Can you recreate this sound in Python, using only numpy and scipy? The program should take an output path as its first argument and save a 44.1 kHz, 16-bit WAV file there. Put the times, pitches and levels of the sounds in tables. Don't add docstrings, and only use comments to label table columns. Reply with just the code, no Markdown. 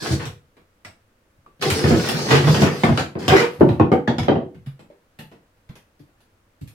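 import sys
import numpy as np
from scipy import signal
from scipy.fft import rfft, irfft, next_fast_len
from scipy.io import wavfile

SR = 44100
rng = np.random.default_rng(int(sys.argv[2]) if len(sys.argv) > 2 else 0)


def inscribe(sig):
    pcm = np.round(np.clip(np.atleast_2d(sig).T, -1, 1) * 32767)
    wavfile.write(sys.argv[1], SR, pcm.astype(np.int16))


N = 297220
SIZE = 24576
T = np.arange(SIZE) / SR
HZ = np.fft.rfftfreq(SIZE, 1 / SR)


def amp(db):
    return 10 ** (np.asarray(db) / 20)


def unit(x):
    return x / np.sqrt(np.mean(x ** 2) + 1e-20)


def along(points, hz):
    f, v = np.transpose(points)
    return np.interp(np.log(hz + 1), np.log(f + 1), v)


def add(out, s, x):
    part = out[:, max(round(s * SR), 0):][:, :x.shape[1]]
    part += x[:, :part.shape[1]]


def coloured(x, gain):
    fold = np.r_[1, np.full(SIZE // 2 - 1, 2), 1, np.zeros(SIZE // 2 - 1)]
    cepstrum = irfft(np.log(np.maximum(gain, 1e-6))) * fold
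    return irfft(rfft(x) * np.exp(rfft(cepstrum)))


# (frequency [Hz], left-right correlation [-])
LIKENESS = [(60, 1), (140, 0.93), (260, 0.86), (500, 0.72), (1000, 0), (12000, 0.046)]


def diffuse(size, spectrum=None):
    hz = np.fft.rfftfreq(size, 1 / SR)
    turn = np.arccos(np.clip(along(LIKENESS, hz), 0, .995)) / 2
    gain = 1 if spectrum is None else amp(along(spectrum, hz))
    noise = rfft(rng.standard_normal((2, size)))
    mid, side = irfft(noise * gain * [np.cos(turn), np.sin(turn)], size)
    return unit(np.array([mid + side, mid - side]))


# (frequency [Hz], relative energy [dB], t60 [s])
RINGING_MODES = [(89, -24, 0.19), (143.1, -23.5, 0.35), (233.9, -23, 0.23), (311.6, -35.5, 0.25),
                 (357.5, -27, 0.33), (487, -25.5, 0.49), (669, -29, 0.08), (766.7, -27, 0.25),
                 (1196, -32.5, .18), (1464, -27.5, 0.1), (1894, -29, 0.1), (2145, -28, 0.13),
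                 (3030, -33, .08)]
# (frequency [Hz], t60 [s])
ROOM_DECAY = [(80, 0.3), (250, 0.34), (700, 0.29), (2000, 0.27), (6000, 0.25), (14000, 0.28)]


def ring_out(crack_db, modes_db, crack_t60=0.019, wall_delay=0.0038):
    hz, t, z = signal.stft(diffuse(SIZE), SR, nperseg=256)
    decay = amp(-60 * t / along(ROOM_DECAY, hz)[:, None])
    tail = signal.istft(z * decay, SR, nperseg=256)[1][:, :SIZE]
    tail = tail * (1 - np.exp(-T / wall_delay))
    crack = diffuse(SIZE) * amp(-60 * T / crack_t60)
    answer = tail / np.linalg.norm(tail[0]) + amp(crack_db) * crack / np.linalg.norm(crack[0])
    for mode_hz, db, t60 in RINGING_MODES:
        mode = np.cos(2 * np.pi * mode_hz * T) * amp(-60 * T / t60)
        spread_db = rng.normal(0, 4.02)
        answer += amp(modes_db + db + spread_db) * mode / np.linalg.norm(mode)
    return answer


def spot(depth_db, count=56):
    pitches = np.geomspace(300, 15000, num=count)
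    strengths = depth_db * rng.standard_normal(size=count) * (pitches > pitches[0])
    return amp(along(np.c_[pitches, strengths], HZ))


def slips(t, rate, spread, clump_db):
    count = len(t)
    passed = np.floor(np.cumsum(rng.exponential(size=count) * rate / SR))
    catches = np.diff(passed, prepend=0)
    knots = np.linspace(t[0], t[-1], num=12)
    clumps = amp(clump_db * np.interp(t, knots, rng.standard_normal(len(knots))))
    sizes = rng.choice([-1, 1], count) * np.exp(spread * rng.standard_normal(count))
    shift = rng.uniform(-.5, .5, count) * SR / rate
    scatter = np.clip(np.arange(count) + shift, 0, count - 1).astype(int)
    return unit(np.bincount(scatter, catches * sizes, count) * clumps)


ZONE_EDGES = [60, 200, 700, 2000, 6000, 15000]


def zone_levels(x, window):
    start = x.mean(0)[:round(window * SR)]
    power = 2 * np.abs(rfft(start, SIZE)) ** 2 / (SIZE * len(start))
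    return 10 * np.log10(np.histogram(HZ, ZONE_EDGES, weights=power)[0] + 1e-20)


def blows(rows, spectrum, balance_db, crack_db, modes_db, spot_db, window, cutoff_hz, contact_s):
    out = np.zeros((2, N))
    centres = np.sqrt(np.multiply(ZONE_EDGES[1:], ZONE_EDGES[:-1]))
    octaves = np.log2(centres / centres[1])
    radiated = 1 / np.sqrt(1 + (cutoff_hz / (HZ + 1)) ** 4)
    landing = 1 - np.exp(-T / contact_s)
    for s, db, hardness, thump_db in rows:
        levels = db + np.array(balance_db) + np.where(octaves < 0, thump_db, hardness * octaves)
        colour = radiated * amp(along(spectrum, HZ)) * spot(spot_db)
        hit = coloured(landing * ring_out(crack_db, modes_db), colour)
        for _ in range(2):
            correction_db = levels - zone_levels(hit, window)
            hit = coloured(hit, amp(along(np.c_[centres, correction_db], HZ)))
        add(out, s, hit)
    return out


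# (frequency [Hz], relative density [dB per Hz])
AIR_COLOUR = [(25, -9), (45, -6), (70, -12.5), (97, -3), (125, -16.5), (300, -14.5), (430, -18.5),
              (540, -15), (700, -21.5), (1400, -21), (4000, -32.5), (16000, -40)]


def background(air_db=-62):
    return amp(air_db) * diffuse(N, AIR_COLOUR)


# (time [s], length [s], level [dB])
BRUSHES = [(2.68, 0.31, -34), (3.043, 0.86, -41), (4.1, 0.25, -52), (4.505, 0.57, -57.5),
           (4.868, 0.95, -53), (5.601, 0.73, -61.5), (6.506, 0.43, -69.5)]
# (frequency [Hz], relative density [dB per Hz])
RUSTLE_COLOUR = [(59, -52), (100, -9), (135, -3.5), (389, -9.5), (558, -9), (1130, -10.5), (1800, -14.5),
                 (4500, -22.5), (7500, -30.5), (12400, -27), (16000, -43.5)]


def rustle(swell=0.77):
    out, t = np.zeros((2, N)), np.arange(N) / SR
    speed = np.zeros(N)
    for s, length, db in BRUSHES:
        progress = np.clip((t - s) / length, 0, 1)
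        speed += amp(db) * np.abs(np.sin(np.pi * progress)) ** swell
    force = speed * slips(t, rate=380, spread=0.88, clump_db=8.5)
    answer = coloured(ring_out(crack_db=-8.5, modes_db=-2.0), amp(along(RUSTLE_COLOUR, HZ)))
    add(out, 0, signal.fftconvolve(force[None], answer / np.linalg.norm(answer[0]), axes=1))
    return out


# (time [s], strength [dB], contact hardness [dB per octave], floor thump [dB])
PAW_FALLS = [(0.567, -52.5, -2.2, -14), (1.366, -78, -0.5, 21), (1.463, -56.5, -3, -11),
             (1.594, -53, -1.5, 11), (4.544, -52, -2, 10), (4.661, -49, -0.5, 4), (4.792, -48.5, -1.5, -1),
             (4.9, -50.5, -4.5, -30), (5.188, -41, -0.14, 1.5), (5.315, -46, -3, -11.5),
             (5.69, -46.5, -2, 6), (5.754, -53, 1, -16), (5.993, -63.5, 1, 21), (6.204, -67, 1.5, -5),
             (6.611, -58.5, 2, 30.5), (6.674, -66.5, 4.5, 2)]
# (frequency [Hz], relative density [dB per Hz])
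PAD_COLOUR = [(18, -44.5), (40, -24), (145, 2.5), (437, -19), (1280, -43), (1390, -42), (2540, -40.5),
              (3060, -44), (4080, -43.5), (7090, -47), (12000, -41), (16000, -57)]
PAW_ZONES = [-3.5, -2.5, -5.5, -6.5, -13.5]


def paws():
    return blows(PAW_FALLS, PAD_COLOUR, PAW_ZONES, crack_db=-4.5, modes_db=-8, spot_db=3.5,
                 window=0.027, cutoff_hz=48, contact_s=0.0016)


# (time [s], frequency [Hz], level [dB])
CLEAR_TAPS = [(0.848, 1996, -44.5), (1.462, 1160, -50), (2.838, 2147, -26.5), (2.975, 2983, -35),
              (3.61, 353, -15.5), (3.798, 1083, -21), (4.075, 1715, -28), (4.671, 137, -29),
              (4.901, 588, -48), (5.696, 139, -38.5), (6.002, 294, -48.5), (6.614, 284, -42)]


def taps(window=.03, t60_at_1khz=.055, damping=.45):
    out = np.zeros((2, N))
    for s, hz, db in CLEAR_TAPS:
        t60 = t60_at_1khz * (hz / 1000) ** -damping
        mode = np.sin(2 * np.pi * hz * T) * amp(-60 * T / t60)
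        sound = signal.fftconvolve(mode[None], ring_out(crack_db=7.5, modes_db=-12), axes=1)
        add(out, s, amp(db) * sound / sound[:, :round(window * SR)].std())
    return out


# (time [s], length [s], mean slip rate [1/s], level [dB])
FOOT_GROANS = [(0.0, 0.13, 1650, -39.5), (1.655, 0.045, 390, -22), (2.44, 0.098, 150.6, -13.5),
               (3.318, 0.035, 384, -10), (3.346, 0.063, 1950, -21), (3.385, 0.08, 490, -21)]


def groans(jitter=.065, overtone_db=-13, soft_hz=3000):
    out = np.zeros((2, N))
    for s, length, slip_hz, db in FOOT_GROANS:
        knots = np.linspace(0, T[-1], num=160)
        waver = np.interp(T, knots, rng.standard_normal(size=160))
        phase = 2 * np.pi * np.cumsum(slip_hz * (1 + jitter * waver)) / SR
        grip = np.sqrt(np.abs(np.sin(np.pi * np.minimum(T / length, 1))))
        tone = np.zeros(SIZE)
        for k in range(1, 5):
            rounding = np.exp(-k * slip_hz / soft_hz)
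            tone += amp(overtone_db * np.log2(k)) * rounding * np.sin(k * phase)
        force = grip * tone
        sound = signal.fftconvolve(force[None], ring_out(crack_db=9, modes_db=-5.0), axes=1)
        add(out, s, amp(db) * sound / sound[:, :round(length * SR)].std())
    return out


# (time [s], length [s], slide drive [dB], grip over slide [dB], rim over slide [dB])
STOOL_SHOVES = [(0.0, 0.13, -32.5, 6, 0.5), (0.19, 0.037, -43.5, 14.5, 11.5), (1.607, 1.05, -32.5, 10.5, 4),
                (1.837, .11, -45, 32.5, 13.5), (2.281, 0.071, -29, 19, 13), (2.476, 0.14, -32, 15, 1),
                (2.602, 0.073, -41, 29, 17.5), (2.695, 0.26, -42.5, 8, 7.5), (3.182, .1, -45.5, 18.5, 8),
                (3.291, 0.11, -30.5, 12, 14.5)]


def pressures(t, attack_s=0.0079, release_s=.022, sag_db_per_s=1):
    power = np.zeros((3, len(t)))
    for s, length, slide_db, grip_db, rim_db in STOOL_SHOVES:
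        age = np.maximum(t - s, 0)
        hold = np.minimum(age / attack_s, 1) * amp(-sag_db_per_s * age)
        push = hold * np.exp(-np.maximum(age - length, 0) / release_s)
        drive_db = slide_db + np.array([grip_db, rim_db, 0])
        power += np.outer(amp(drive_db), push) ** 2
    return np.sqrt(power)


# (low edge [Hz], high edge [Hz], mean slip rate [1/s], log size spread [-], relative level [dB])
ROUGH_SCALES = [(100, 650, 260, 0.58, -4.5), (654, 3180, 220, 0.7, -2.5), (3710, 17000, 1500, 0.25, -2)]
# (frequency [Hz], relative density [dB per Hz])
FRICTION_COLOUR = [(24, -51), (40, -19), (81, -6), (147, -0.5), (276, -7), (444, -4), (663, -24),
                   (942, -22.5), (1020, -26.5), (1150, -24), (1370, -27.5), (1520, -25), (4930, -33.5),
                   (12800, -49), (16000, -55)]
# (from time [s], to time [s])
SLIDING_SPANS = [(0, .33), (1.6, 3.5)]


def scrape(foot_hz=4900, foot_width_hz=900, foot_db=4, spot_db=2.0, clump_db=3.5, step=.08):
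    out = np.zeros((2, N))
    foot_peak_db = foot_db / (1 + ((HZ - foot_hz) / foot_width_hz) ** 2)
    shell = amp(along(FRICTION_COLOUR, HZ) + foot_peak_db)
    bands = []
    for low, high, *_ in ROUGH_SCALES:
        bands.append(1 / np.sqrt((1 + (low / (HZ + 1)) ** 10) * (1 + (HZ / high) ** 10)))
    for s in np.concatenate([np.arange(start - step, end, step) for start, end in SLIDING_SPANS]):
        t = np.arange(max(s, 0), s + 2 * step, 1 / SR)
        dwell = np.sin(np.pi * (t - s) / (2 * step))
        room, colour = ring_out(crack_db=-3.5, modes_db=-3.5), shell * spot(spot_db)
        for pressure, band, (_, _, rate, spread, db) in zip(pressures(t), bands, ROUGH_SCALES):
            force = dwell * amp(db) * pressure * slips(t, rate, spread, clump_db)
            answer = coloured(room, band * colour)
            answer = answer / np.linalg.norm(answer.mean(0))
            add(out, t[0], signal.fftconvolve(force[None], answer, axes=1))
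    return out


# (time [s], strength [dB], contact hardness [dB per octave], floor thump [dB])
STOOL_KNOCKS = [(0.103, -30, -3.5, 8.5), (0.254, -49.5, 6.5, 14), (0.848, -52, 5.5, -1),
                (1.623, -30, 4.5, -12.5), (1.701, -36, 7, 9), (1.84, -20.5, -0.6, 6),
                (1.908, -18.5, -1.5, 3), (2.087, -33, 5.5, -9.5), (2.312, -23, 1.3, -5.5),
                (2.472, -19.5, 0.6, -3.5), (2.544, -27, 3.2, -3), (2.618, -17.5, -1.4, -0.5),
                (2.835, -15.5, 0.28, -1), (2.889, -18, -3.12, -0.5), (2.974, -25.5, 2.7, -11),
                (2.995, -31.5, 3, -1.5), (3.153, -29.5, -3.5, 0.5), (3.28, -21, 3.5, -1.5),
                (3.586, -44, -4, 12), (3.608, -8.5, -6.5, -13), (3.689, -27.5, 0.2, 7),
                (3.797, -10, -4, -6), (3.917, -13, -3, -4.5), (4.077, -17.5, -1.5, -4.5),
                (4.183, -25.5, 1.5, -1.5), (4.231, -40, 3, 3.5), (4.282, -14.5, -1.5, -9),
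                (4.356, -22, -2.5, -3)]
# (frequency [Hz], relative density [dB per Hz])
PLASTIC_COLOUR = [(24, -62), (40, -28.5), (81, 0.5), (130, 3), (276, -0.5), (354, 0), (529, -9), (700, -10),
                  (942, -15.5), (1020, -19.5), (3140, -33), (12100, -56), (16000, -61)]
STOOL_ZONES = [0.5, 0.5, -4.5, -12.5, -28]


def knocks():
    return blows(STOOL_KNOCKS, PLASTIC_COLOUR, STOOL_ZONES, crack_db=-3.5, modes_db=-3.5, spot_db=4.0,
                 window=0.018, cutoff_hz=85, contact_s=0.00062)


def scene():
    stool = groans() + scrape() + knocks()
    return background() + rustle() + paws() + taps() + stool


def record(dry, top_hz=16100):
    held = dry / (1 + np.abs(dry) ** 8) ** (1 / 8)
    size = next_fast_len(N + SIZE)
    passed = np.fft.rfftfreq(size, 1 / SR) < top_hz
    return irfft(rfft(held, size) * passed, size)[:, :N]


dry = scene()
out = record(dry)
inscribe(out)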